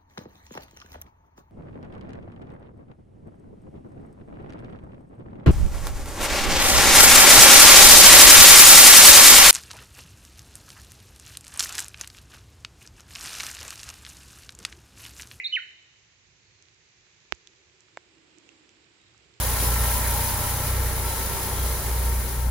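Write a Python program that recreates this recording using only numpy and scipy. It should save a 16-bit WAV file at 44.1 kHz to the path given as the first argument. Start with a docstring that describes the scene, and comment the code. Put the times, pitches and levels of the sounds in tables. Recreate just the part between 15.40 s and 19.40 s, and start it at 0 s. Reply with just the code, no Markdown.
"""Bush warbler in light rain

A bush warbler ends its song with three quick whistled notes that scatter among wet garden trees.
Fine rain hisses on the foliage and drips tick on leaves; one drop plops close by and one hits the
right microphone. Under it lie faint far chirps, a low outdoor rumble and a far drone, probably
traffic, that swells and fades."""
import sys
import numpy as np
from scipy import signal
from scipy.fft import rfft, irfft
from scipy.io import wavfile
from scipy.ndimage import uniform_filter1d

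SR = 44100
rng = np.random.default_rng(int(sys.argv[2]) if len(sys.argv) > 2 else 0)


def materialize(psi):
    """Save the field psi as 16-bit PCM at rate SR to the path in sys.argv[1].

    A 1-D psi becomes a single channel; in a 2-D psi each row is a channel.
    """
    bounded = np.clip(np.atleast_2d(psi).T, -1, 1)
    quanta = np.round(bounded * 32767).astype(np.int16)
    wavfile.write(sys.argv[1], SR, quanta)


N = 176400
T = np.arange(N) / SR
BIN_HZ = np.maximum(np.arange(N // 2 + 1) * SR / N, 1)


def from_db(db):
    """Decibels to gain."""
    return 10 ** (np.asarray(db) / 20)


def unit_rms(x):
    """Scale to rms one."""
    return x / np.sqrt(np.mean(x ** 2) + 1e-20)


def pan(db):
    """Stereo gains, mean one; db is left minus right."""
    gains = from_db(np.array([[db], [-db]]) / 2)
    return gains / gains.mean()


def envelope(points):
    """Gain curve through (time_s, level_db) points."""
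    return from_db(np.interp(T, *np.transpose(points)))


def low_cut(x, hz):
    """Second-order high-pass."""
    return signal.sosfilt(signal.butter(2, hz, "high", fs=SR, output="sos"), x)


def drift(rate_hz, size):
    """Smooth random wander, rms one."""
    hz = np.arange(size // 2 + 1) * SR / size
    return unit_rms(irfft(rfft(rng.standard_normal(size)) / (1 + (hz / rate_hz) ** 2), size))


def click(start_s):
    """Unit impulse."""
    return 1. * (np.arange(N) == int(start_s * SR))


def ring(x, hz, t60_s):
    """Resonator: a unit click starts a decaying sine of height one."""
    radius, angle = from_db(-60 / (t60_s * SR)), 2 * np.pi * hz / SR
    return signal.lfilter([0, np.sin(angle)], [1, -2 * radius * np.cos(angle), radius ** 2], x + 1e-18)


def radiate(x, hz, t60_s):
    """Mode of a small object, which gives off no bass."""
    return np.diff(ring(x, hz, t60_s), prepend=0) / (2 * np.sin(np.pi * hz / SR))


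def colour(hz, db):
    """Gain per FFT bin, falling 12 dB per octave above the last point."""
    return from_db(np.interp(np.log(BIN_HZ), np.log(hz), db)) * np.minimum(hz[-1] / BIN_HZ, 1) ** 2


def band_noise(spectrum, correlation):
    """Coloured stereo noise with a given left-right correlation, rms one."""
    hz, db = np.transpose(spectrum)
    gain = colour(hz, db) * np.minimum(BIN_HZ / hz[0], 1) ** 2
    mid, side = irfft(rfft(rng.standard_normal((2, N))) * gain, N)
    return unit_rms(np.sqrt(1 + correlation) * mid + np.sqrt(1 - correlation) * side * [[1], [-1]])


def hiss(spectrum):
    """Independent noise on each side, each with its own colour."""
    hz, *sides_db = np.transpose(spectrum)
    return irfft(rfft(rng.standard_normal((2, N))) * [colour(hz, db) for db in sides_db], N)


def scatter(t60_s, build_s=.014):
    """Stereo response of countless small reflections that build and decay, unit energy."""
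    t = T[:SR]
    response = rng.standard_normal((2, SR)) * from_db(-60 * t / t60_s) * (1 - np.exp(-t / build_s))
    return unit_rms(response) / np.sqrt(SR)


def whistle(note, t, edge_s=.004, waver=.004, overtone_db=-35):
    """Nearly pure tone gliding through (time_s, pitch_hz, level_db) points."""
    time_s, pitch_hz, level_db = np.transpose(note)
    glide_hz = uniform_filter1d(np.interp(t, time_s, pitch_hz), size=128)
    wavering_hz = glide_hz * (1 + waver * drift(rate_hz=165, size=len(t)))
    phase = 2 * np.pi * np.cumsum(wavering_hz) / SR
    tone = np.sqrt(2) * (np.sin(phase) + from_db(overtone_db) * np.sin(2 * phase))
    gate = np.clip(np.minimum(t - time_s[0], time_s[-1] - t) / edge_s + .5, 0, 1)
    return from_db(np.interp(t, time_s, level_db)) * np.sin(gate * np.pi / 2) ** 2 * tone


# Rumble, drone and swell spectra: freq_hz, relative_db
RUMBLE_SPECTRUM = [(20, -44), (35, -20), (55, -3), (115, 0), (170, -7), (250, -14), (500, -17), (900, -50)]
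DRONE_SPECTRUM = [(240, -29.5), (305, -10), (350, 0.5), (395, -2.5), (460, -8), (600, -19.5), (900, -53)]
SWELL_SPECTRUM = [(200, -16.5), (270, -11.5), (325, -0.5), (365, -7.5), (430, -20), (600, -35)]
# Rumble and drone envelopes: time_s, level_db
RUMBLE_ENVELOPE = [(0, -73.5), (.45, -72), (.9, -68.5), (1.3, -70.5), (2.0, -71.5), (3.3, -73), (3.85, -67),
                   (4, -69)]
DRONE_ENVELOPE = [(0, -72.5), (.7, -81.5), (1.2, -75.5), (1.7, -80.5), (2.05, -69.5), (2.46, -73),
                  (3.1, -68), (3.65, -76.5), (4, -68.5)]


def rumble_and_drone(swell_db=-64, swell_peak_s=3.08, swell_width_s=.47):
    """Outdoor rumble, a far drone, probably traffic, and a lower drone that swells once."""
    rumble = envelope(RUMBLE_ENVELOPE) * band_noise(RUMBLE_SPECTRUM, correlation=.84)
    drone = envelope(DRONE_ENVELOPE) * band_noise(DRONE_SPECTRUM, correlation=.71)
    swell_gain = from_db(swell_db) * np.exp(-((T - swell_peak_s) / swell_width_s) ** 2)
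    swell = swell_gain * band_noise(SWELL_SPECTRUM, correlation=.71)
    return pan(-5) * (rumble + drone + swell)


# Distant chirps: start_s, length_s, start_hz, end_hz, level_db
CHIRPS = [(.98, 0.093, 4315, 4450, -71), (1.103, .08, 4280, 4080, -72), (3.572, .05, 3720, 3880, -67)]


def far_birds():
    """Chirps so far off that only their scatter arrives."""
    chirps = sum(whistle([(start_s, start_hz, db), (start_s + length_s, end_hz, db)], T)
                 for start_s, length_s, start_hz, end_hz, db in CHIRPS)
    return signal.fftconvolve(chirps[None], scatter(t60_s=.45), axes=1)[:, :N]


# Rain spectra before and after the microphone turns: freq_hz, left_db, right_db
RAIN_BEFORE_TURN = [(610, -61.5, -58.5), (900, -60.5, -58), (1330, -59.5, -60), (1900, -53, -55.5),
                    (2430, -51.5, -54.5), (3180, -59.5, -55.5), (4060, -62, -53.9), (5310, -63, -56),
                    (6300, -67.5, -53.4), (7260, -64, -55), (7960, -75, -70), (8500, -94.5, -69)]
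RAIN_AFTER_TURN = [(590, -56.5, -55.5), (940, -59.5, -56), (1280, -58.5, -57), (1910, -55.5, -54),
                   (2470, -57.5, -50.5), (3240, -62, -53), (4180, -59.2, -56.5), (5240, -62.8, -57.5),
                   (6360, -65.5, -63), (7340, -59.5, -55.5), (8080, -77, -60), (8860, -76, -62)]
# Rain envelope: time_s, gain_db
RAIN_ENVELOPE = [(0, -.5), (1.0, -.5), (1.5, -.3), (1.95, 1), (2.3, -0.5), (2.8, 0.1), (3.1, 1.5), (3.5, 0),
                 (3.75, 0.5), (4, 0)]


def rain(gain_db=-.5, turn_start_s=2.1, turn_end_s=2.71):
    """Far droplets on foliage merge into a hiss whose colour shifts as the microphone turns."""
    turned = np.clip((T - turn_start_s) / (turn_end_s - turn_start_s), 0, 1)
    blend = np.sqrt(1 - turned) * hiss(RAIN_BEFORE_TURN) + np.sqrt(turned) * hiss(RAIN_AFTER_TURN)
    return from_db(gain_db) * envelope(RAIN_ENVELOPE) * low_cut(blend, hz=450)


def patter(drops_per_s=180, level_db=-73, spread_db=3.5, t60_cycles=4.1):
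    """Nearer droplets tick at random on leaves of many sizes."""
    leaf_hz = np.geomspace(1500, 7500, 12)
    lands = rng.random((2, N)) < drops_per_s / SR / 2
    sizes = from_db(spread_db * np.minimum(rng.exponential(1, (2, N)), 4))
    hits = lands * sizes * rng.choice([-1, 1], (2, N))
    leaf = rng.integers(0, len(leaf_hz), (2, N))
    ticks = sum(radiate(hits * (leaf == k), hz, t60_cycles / hz) for k, hz in enumerate(leaf_hz))
    return from_db(level_db) * pan(-6.5) * unit_rms(ticks)


# Drips on leaves: start_s, level_db, pitch_hz, t60_s, splash_relative_db, pan_db
LEAF_DRIPS = [(1.2248, -38.5, 6540, 0.0014, -11, -12), (1.9496, -42, 6700, 0.0035, -26, -16),
              (2.0733, -33.5, 3500, 0.003, -3, -14), (2.4068, -41, 7000, .002, -3, -11),
              (2.9851, -39.5, 6850, .002, -13, -23), (3.091, -38.5, 2650, 0.0069, -4, -20),
              (3.2927, -41, 2700, .002, -2, -6), (3.7463, -49, 1320, 0.0095, -5, -9),
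              (3.7788, -46, 6500, 0.0016, -5, -15)]


def drips(splash_hz=5750, splash_t60_s=.0022):
    """Each drip rings a leaf briefly and adds a bright splash."""
    mix = np.zeros((2, N))
    for start_s, level_db, pitch_hz, t60_s, splash_db, pan_db in LEAF_DRIPS:
        hit = click(start_s)
        tick = radiate(hit, pitch_hz, t60_s)
        splash = from_db(splash_db) * radiate(hit, splash_hz, splash_t60_s)
        mix += from_db(level_db) * pan(pan_db) * (tick + splash)
    return mix


# Hollow body modes: freq_hz, relative_db, t60_s
HOLLOW_MODES = [(615, -1, 0.0074), (970, -2.5, 0.0076), (1600, -1, 0.0063), (1830, -3.5, 0.0076),
                (2200, -7, 0.01), (3650, -14.5, .005), (4670, -14.5, 0.0031), (7450, -18.5, 0.0085)]


def plop(start_s=2.5722, gain_db=-23, low_cut_hz=315):
    """A fat drop knocks a damped hollow body; adjacent modes swing in opposite directions."""
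    body = sum((-1) ** k * from_db(db) * ring(click(start_s), hz, t60_s)
               for k, (hz, db, t60_s) in enumerate(HOLLOW_MODES))
    return from_db(gain_db) * pan(-5) * low_cut(low_cut(body, low_cut_hz), low_cut_hz)


# Microphone port and housing modes: freq_hz, level_db, t60_s
PORT_MODES = [(5540, -12.5, 0.0013), (14500, -4.5, 0.00076)]
HOUSING_MODES = [(70, -38, 0.1), (150, -41, 0.037), (358, -29.5, 0.023)]


def drop_on_microphone(start_s=1.9236, pulse_db=-5.5, width_s=.00009, left_leak_db=-36):
    """A drop hits the right microphone: two-sided pressure pulse, port crack, housing thump."""
    hit = click(start_s)
    pulse_time = (T - start_s) / width_s
    pulse = from_db(pulse_db) * pulse_time * np.exp((1 - pulse_time ** 2) / 2)
    crack = sum(from_db(db) * ring(hit, hz, t60_s) for hz, db, t60_s in PORT_MODES)
    thump = sum(from_db(db) * radiate(hit, hz, t60_s) for hz, db, t60_s in HOUSING_MODES)
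    return (pulse + crack + low_cut(thump, hz=23)) * from_db([[left_leak_db], [0]])


# Near reflections: delay_s, gain_db, pan_db
REFLECTIONS = [(.0027, -11, -3), (.0118, -16.5, -13), (.031, -20.5, -2.5)]


def through_trees(song, left_lag_s=.00006):
    """Direct sound from the right, near reflections, dense scatter from near and far trees."""
    n = np.arange(len(song))
    direct = pan(-3) * np.array([np.interp(n - left_lag_s * SR, n, song), song])
    reflected = sum(from_db(gain_db) * pan(pan_db) * np.interp(n - delay_s * SR, n, song)
                    for delay_s, gain_db, pan_db in REFLECTIONS)
    near_trees = from_db(-10.5) * scatter(t60_s=.42)
    far_trees = from_db(-18) * scatter(t60_s=1.19)
    scattered = signal.fftconvolve(song[None], near_trees + far_trees, axes=1)[:, :len(song)]
    return direct + reflected + pan(-2) * scattered


# Warbler note contours: time_s, pitch_hz, relative_db
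LOW_WHISTLE = [(-.085, 2935, -28), (-.06, 2560, -28), (-.04, 2450, -20), (-.026, 2200, -24.5),
               (-.018, 1615, -41.5), (-.008, 2053, -34.5), (.003, 2026, -25.5), (.009, 2090, -37)]
HIGH_WHISTLE = [(.038, 3650, -47), (0.045, 4180, -32), (0.048, 3690, -28.5), (0.057, 3664, -27),
                (0.061, 3655, -25.5), (.070, 4210, -26.5), (.076, 4360, -32), (.083, 4330, -49)]
FALLING_WHISTLE = [(0.121, 3013, -47), (.127, 2995, -27.5), (0.141, 2936, -22), (0.145, 3128, -27.5),
                   (0.153, 3060, -21.5), (.158, 2724, -24.5), (0.167, 2143, -24.5), (.174, 1883, -24),
                   (0.18, 1550, -37), (0.19, 1438, -39.5), (0.196, 1450, -55)]


def warbler(gain_db=-2, lead_s=.2):
    """Three whistled notes among the trees; the first is already sounding at time zero."""
    lead = int(lead_s * SR)
    t = np.arange(-lead, N) / SR
    song = sum(whistle(note, t) for note in (LOW_WHISTLE, HIGH_WHISTLE, FALLING_WHISTLE))
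    return from_db(gain_db) * through_trees(song)[:, lead:]


def scene():
    """The garden in light rain."""
    birds = warbler() + far_birds()
    water = drips() + plop() + drop_on_microphone() + rain() + patter()
    return birds + water + rumble_and_drone()


def record(dry, edge_hz=8160, leak_db=-26.5, cutoff_hz=15700):
    """Passes little above the treble edge and cuts the very top steeply."""
    dull = signal.sosfiltfilt(signal.butter(12, edge_hz, fs=SR, output="sos"), dry)
    top_cut = signal.butter(16, cutoff_hz, fs=SR, output="sos")
    return signal.sosfilt(top_cut, dull + from_db(leak_db) * dry)


dry = scene()
out = record(dry)
materialize(out)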